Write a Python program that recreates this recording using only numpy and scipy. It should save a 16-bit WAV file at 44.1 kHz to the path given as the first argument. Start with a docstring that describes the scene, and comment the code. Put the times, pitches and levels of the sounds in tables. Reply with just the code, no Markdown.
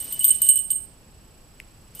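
"""A small metal bell jingles in quick uneven runs, shaken by a parrot swinging on a hanging ball toy.
The clapper strikes and skitters on the rim, ringing three close pairs of modes, while feathers and
feet brush the toy. The bell rings out, beak or claw makes one dry click, and the jingle starts again.
Underneath lie the tone of a quiet room and a faint, pulsing electrical whine."""
import sys
import numpy as np
from scipy import signal
from scipy.fft import rfft, irfft
from scipy.io import wavfile
from scipy.ndimage import uniform_filter1d

SR = 44100
rng = np.random.default_rng(int(sys.argv[2]) if len(sys.argv) > 2 else 0)


def file_out(sig):
    """Save sig as 16-bit WAV at sys.argv[1]."""
    # one column per channel
    cols = np.atleast_2d(sig).T
    # limit, then scale
    lim = np.clip(cols, -1, 1)
    pcm = np.round(lim * 32767).astype(np.int16)
    wavfile.write(sys.argv[1], SR, pcm)


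N = 88200
TIME = np.arange(N) / SR

# clapper hits on the rim: start_s, tick_db, low_mode_db, middle_mode_db, top_mode_db, damping_db
CLAPPER_STRIKES = [(.001, -35, -74, -26.5, -39, -8), (0.017, -50.5, -54, -30, -41, -1),
                   (0.041, -45, -49, -30, -34, -18), (.078, -46, -52, -31.5, -45, -14),
                   (0.102, -42, -63, -33.5, -44.5, -15), (.124, -28, -41.5, -29.5, -24, -9.5),
                   (.146, -53.5, -47, -31, -38, -14), (.192, -34, -44, -21, -22.5, -12.5),
                   (.206, -44, -30.5, -21, -26, -27), (0.233, -32, -47, -29, -24, -13),
                   (.2432, -12.5, -33.5, -14, -11, -15), (0.2483, -26, -32.5, -15.5, -11, -8.5),
                   (0.264, -46, -40.5, -26, -25, -13), (.279, -27.5, -54, -22, -14, -10.5),
                   (0.287, -25, -44.5, -17.5, -17, -10.5), (0.305, -31.5, -31, -9, -25, -16),
                   (0.317, -28.5, -35, -28, -27.5, -19), (0.344, -35.5, -42, -20.5, -41, -12.5),
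                   (.386, -42, -42.5, -46, -47, -24), (0.4174, -19, -33.5, -14, -16.5, -7),
                   (0.438, -30, -36.5, -20.5, -26.5, -15), (0.4457, -29.5, -36, -20.5, -24.5, -12.5),
                   (.462, -46.5, -43.5, -18.5, -25.5, -9.5), (0.4884, -11.5, -29.5, -6, -17, -10),
                   (0.509, -36, -26.5, -12, -23.5, -14), (0.533, -38.5, -33.5, -20, -24.5, -19),
                   (0.5565, -29.5, -37, -15, -24.5, -19), (0.576, -36, -41.5, -32, -30, -13),
                   (0.589, -35, -47.5, -16.5, -34, -4.5), (.624, -46, -48, -39, -63, -3.5),
                   (0.647, -46, -48, -31, -55, -13), (.7037, -25, -39, -15.5, -32.5, -3),
                   (0.712, -34, -41, -18, -20.5, -25), (0.72, -56, -39.5, -34, -33, -25),
                   (0.73, -38, -47, -21.5, -62, -5.5), (0.754, -52, -46, -19.5, -43, -3.5),
                   (1.9499, -37.5, -62, -43, -36.5, -12), (1.97, -51, -64.5, -47, -48, -6),
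                   (1.9915, -44, -49, -33, -33, -6)]


def from_db(db):
    """Decibels to gain."""
    return 10 ** (np.asarray(db) / 20)


def rms_one(x):
    """Scale to rms 1."""
    return x / np.sqrt(np.mean(x ** 2) + 1e-20)


def pan(db):
    """Stereo gains for a left-minus-right level."""
    return from_db([[db / 2], [-db / 2]])


def at_bins(points):
    """A curve over log frequency, read at the bins of a 2N-point spectrum."""
    hz, value = np.transpose(points)
    return np.interp(np.log(np.arange(N + 1) * SR / (2 * N) + 1), np.log(hz), value)


def colour(x, eq):
    """Minimum-phase EQ through (freq_hz, gain_db) points."""
    cepstrum = irfft(np.log(from_db(at_bins(eq))))
    cepstrum[1:N] *= 2
    cepstrum[N + 1:] = 0
    return irfft(rfft(x, 2 * N) * np.exp(rfft(cepstrum)))[..., :N]


def decay(age, t60):
    """Exponential fall, silent before the start."""
    return (age >= 0) * np.exp(-np.log(1000) * np.maximum(age, 0) / t60)


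def mode(age, hz, t60):
    """One resonance: a dying sine."""
    return np.sin(2 * np.pi * hz * age) * decay(age, t60)


def wander(hz):
    """Smooth random drift, rms 1."""
    pole = np.exp(-2 * np.pi * hz / SR)
    return rms_one(signal.lfilter([1], [1, -2 * pole, pole * pole], rng.standard_normal(2 * N))[N:])


def reverb(x, send_db, t60_s=.33, predelay_s=.0015):
    """The room's diffuse tail, different at each ear."""
    tail = rng.standard_normal((2, N)) * decay(TIME - predelay_s, t60_s)
    return from_db(send_db) * signal.fftconvolve(x[None], rms_one(tail) / np.sqrt(N), axes=1)[:, :N]


def skitter(touches_per_s=1300):
    """Force of the tiny random touches of clapper and chain."""
    # how hard they skitter: time_s, relative_db
    envelope = [(0, -47), (.05, -46.5), (.09, -53.5), (.13, -41.5), (.17, -58), (.2, -41.5), (.235, -51.5),
                (.29, -36), (.345, -40.5), (.40, -57.5), (.425, -37.5), (.48, -40), (.53, -55), (.575, -39),
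                (.65, -80.5), (.72, -42.5), (.8, -97), (1.94, -89), (1.953, -54), (2, -54)]
    sizes = from_db(-3 * np.minimum(rng.exponential(1, N), 4)) * rng.choice([-1, 1], N)
    grains = rms_one(sizes * (rng.random(N) < touches_per_s / SR))
    return grains * from_db(6 + np.interp(TIME, *np.transpose(envelope)))


def bell(touches):
    """Each strike damps the old ring and sets the mode pairs beating anew; light touches stir them."""
    # the bell's low, middle and top modes: pitch_hz
    pitches = [2976, 8483, 13652]
    # each mode and its close twin: split_hz, twin_db, t60_s, pan_db, reverb_db, stir_db
    pairs = [(10, -28, .27, 0, -20.5, -31), (10.96, -14, 0.21, -6, -9.5, -19.5),
             (40, -6.5, 0.19, 3.5, -9.5, -25)]
    full_tick_attack_s, damping_s, stir_t60_s = .00006, .0036, .078
    flutter_hz, flutter_db, swing_rad_per_hz = 28, 1.21, 4e-5
    out = 0
    for k, (hz, (split_hz, twin_db, t60, pan_db, reverb_db, stir_db)) in enumerate(zip(pitches, pairs)):
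        ring = np.zeros(N)
        for start_s, tick_db, *mode_db, damping_db in CLAPPER_STRIKES:
            after = TIME >= start_s
            age = TIME[after] - start_s
            phase = rng.uniform(0, 2 * np.pi)
            main = np.sin(2 * np.pi * hz * age + phase)
            twin = from_db(twin_db) * np.sin(2 * np.pi * (hz + split_hz) * age + phase)
            attack_s = full_tick_attack_s * 10 ** (-tick_db / 30)   # softer hits speak more slowly
            rise = 1 - np.exp(-age / attack_s)
            ring[after] *= from_db(damping_db * np.minimum(age / damping_s, 1))
            ring[after] += from_db(mode_db[k]) * (main + twin) * rise * decay(age, t60)
        ring += from_db(stir_db) * signal.fftconvolve(touches, mode(TIME, hz, stir_t60_s))[:N]
        # the tumbling bell wavers in level, and in phase between the ears
        swing = swing_rad_per_hz * hz * wander(flutter_hz) * np.array([[1], [-1]])
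        direct = np.real(signal.hilbert(ring, 2 * N)[:N] * np.exp(1j * swing))
        direct *= from_db(flutter_db * wander(flutter_hz))
        out += (direct + reverb(ring, reverb_db)) * pan(pan_db)
    return out


def metal_contacts(touches, tick_t60_s=.003, buzz_t60_s=.035, buzz_db=-13):
    """The clapper ticks and briefly buzzes on the rim at each strike, and skitters in between."""
    # bright colour of metal on metal: freq_hz, gain_db
    metal_eq = [(500, -41), (1300, -35.5), (2200, -20), (3600, -5.5), (5500, -14.5), (7000, -7), (8700, 8),
                (10300, 1), (12300, -6), (14000, -4)]
    # faint rings of chain and clapper: pitch_hz, gain_db, t60_s
    chain_modes = [(8240, -50, 0.28), (8743, -48, .25), (8944, -51.5, 0.12), (9420, -51, .25),
                   (9566, -55, 0.3), (9902, -56.5, .25), (10950, -52, .22)]
    strength = 0
    for start_s, tick_db, *_ in CLAPPER_STRIKES:
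        age = TIME - start_s
        tick_and_buzz = decay(age, tick_t60_s) + from_db(buzz_db) * decay(age, buzz_t60_s)
        strength += from_db(tick_db + 5) * tick_and_buzz
    force = rng.choice([-1, 1], N) * strength + touches
    chain = sum(from_db(db) * mode(TIME, hz, t60) for hz, db, t60 in chain_modes)
    sound = colour(force, metal_eq) + signal.fftconvolve(force, chain)[:N]
    return sound + reverb(sound, send_db=-3)


def feather_rustle(flicker_hz=60, flicker_db=1.5):
    """Feathers and feet brush unevenly against the toy as the bird swings."""
    # swell of the brushing: time_s, level_db
    envelope = [(0, -51), (.07, -49.5), (.13, -51.5), (.2, -52.5), (.3, -55.5), (.48, -55.5), (.6, -70),
                (.85, -77.5), (1.9, -70), (1.96, -56), (2, -59)]
    # its soft colour: freq_hz, relative_db
    feather_eq = [(60, -2), (150, 6), (350, 4), (900, -4), (1400, -8), (2100, -3), (3500, -3.5),
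                  (5500, -2.5), (9000, -13), (14000, -23.5)]
    level_db = np.interp(TIME, *np.transpose(envelope)) + flicker_db * wander(flicker_hz)
    sound = from_db(level_db) * rms_one(colour(rng.standard_normal(N), feather_eq))
    return sound + reverb(sound, send_db=-8.5)


def room_tone(level_db=-50.5):
    """A bed of soft rumble and hiss, wider towards the treble."""
    # colour of the quiet room: freq_hz, relative_db
    air_eq = [(12, -29), (20, -0.5), (129, -6.5), (174, -10), (256, -13.5), (386, -17.5), (1060, -23),
              (2060, -30.5), (2780, -26), (3650, -32.5), (5220, -28), (6500, -37), (7870, -28.5),
              (8790, -34), (14000, -34)]
    # likeness of left and right: freq_hz, correlation (0-1)
    likeness = [(30, 1), (150, 0.85), (350, 0.69), (800, 0.4), (3000, 0.3), (12000, .3)]
    mid, side = rfft(rng.standard_normal((2, 2 * N))) * from_db(at_bins(air_eq))
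    alike = np.clip(at_bins(likeness), 0, 1)
    stereo = np.sqrt(1 + alike) * mid + np.sqrt(1 - alike) * side * [[1], [-1]]
    return from_db(level_db) * rms_one(irfft(stereo)[:, :N])


def electrical_whine(pitch_hz=7848, pulse_hz=30.03, on_level_db=-63.5):
    """A thin tone off to the right, switched on for half of each pulse cycle."""
    gate = uniform_filter1d(1.0 * (np.cos(2 * np.pi * pulse_hz * TIME) < 0), size=40)
    tone = np.sqrt(2) * np.sin(2 * np.pi * pitch_hz * TIME)
    return from_db(on_level_db) * gate * tone * pan(-15.5)


def toy_click(start_s=1.6009, low_cut_hz=1140):
    """Beak or claw knocks the toy once: a dry, strongly damped click."""
    # resonances of the knock: pitch_hz, gain_db, t60_s
    toy_modes = [(2048, -24.5, 0.0067), (2713, -24, 0.0052), (5000, -37, 0.0029), (9400, -27.5, 0.0014),
                 (12000, -33.5, .002)]
    age = TIME - start_s
    knock = sum((-1) ** k * from_db(db) * mode(age, hz, t60) for k, (hz, db, t60) in enumerate(toy_modes))
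    low_cut = signal.butter(2, low_cut_hz, "high", fs=SR, output="sos")
    sound = signal.sosfilt(low_cut, knock + 1e-18)
    return sound + reverb(sound, send_db=-15.5)


def scene():
    """Bell, bird and toy over the quiet room."""
    touches = skitter()
    jingle = bell(touches) + metal_contacts(touches)
    return jingle + feather_rustle() + toy_click() + room_tone() + electrical_whine()


def record(dry, ceiling=.97, cutoff_hz=14150):
    """A hard clip on the highest peaks, then a steep high cut."""
    high_cut = signal.ellip(8, .1, 55, cutoff_hz, fs=SR, output="sos")
    return signal.sosfilt(high_cut, np.clip(dry, -ceiling, ceiling))


dry = scene()
out = record(dry)
file_out(out)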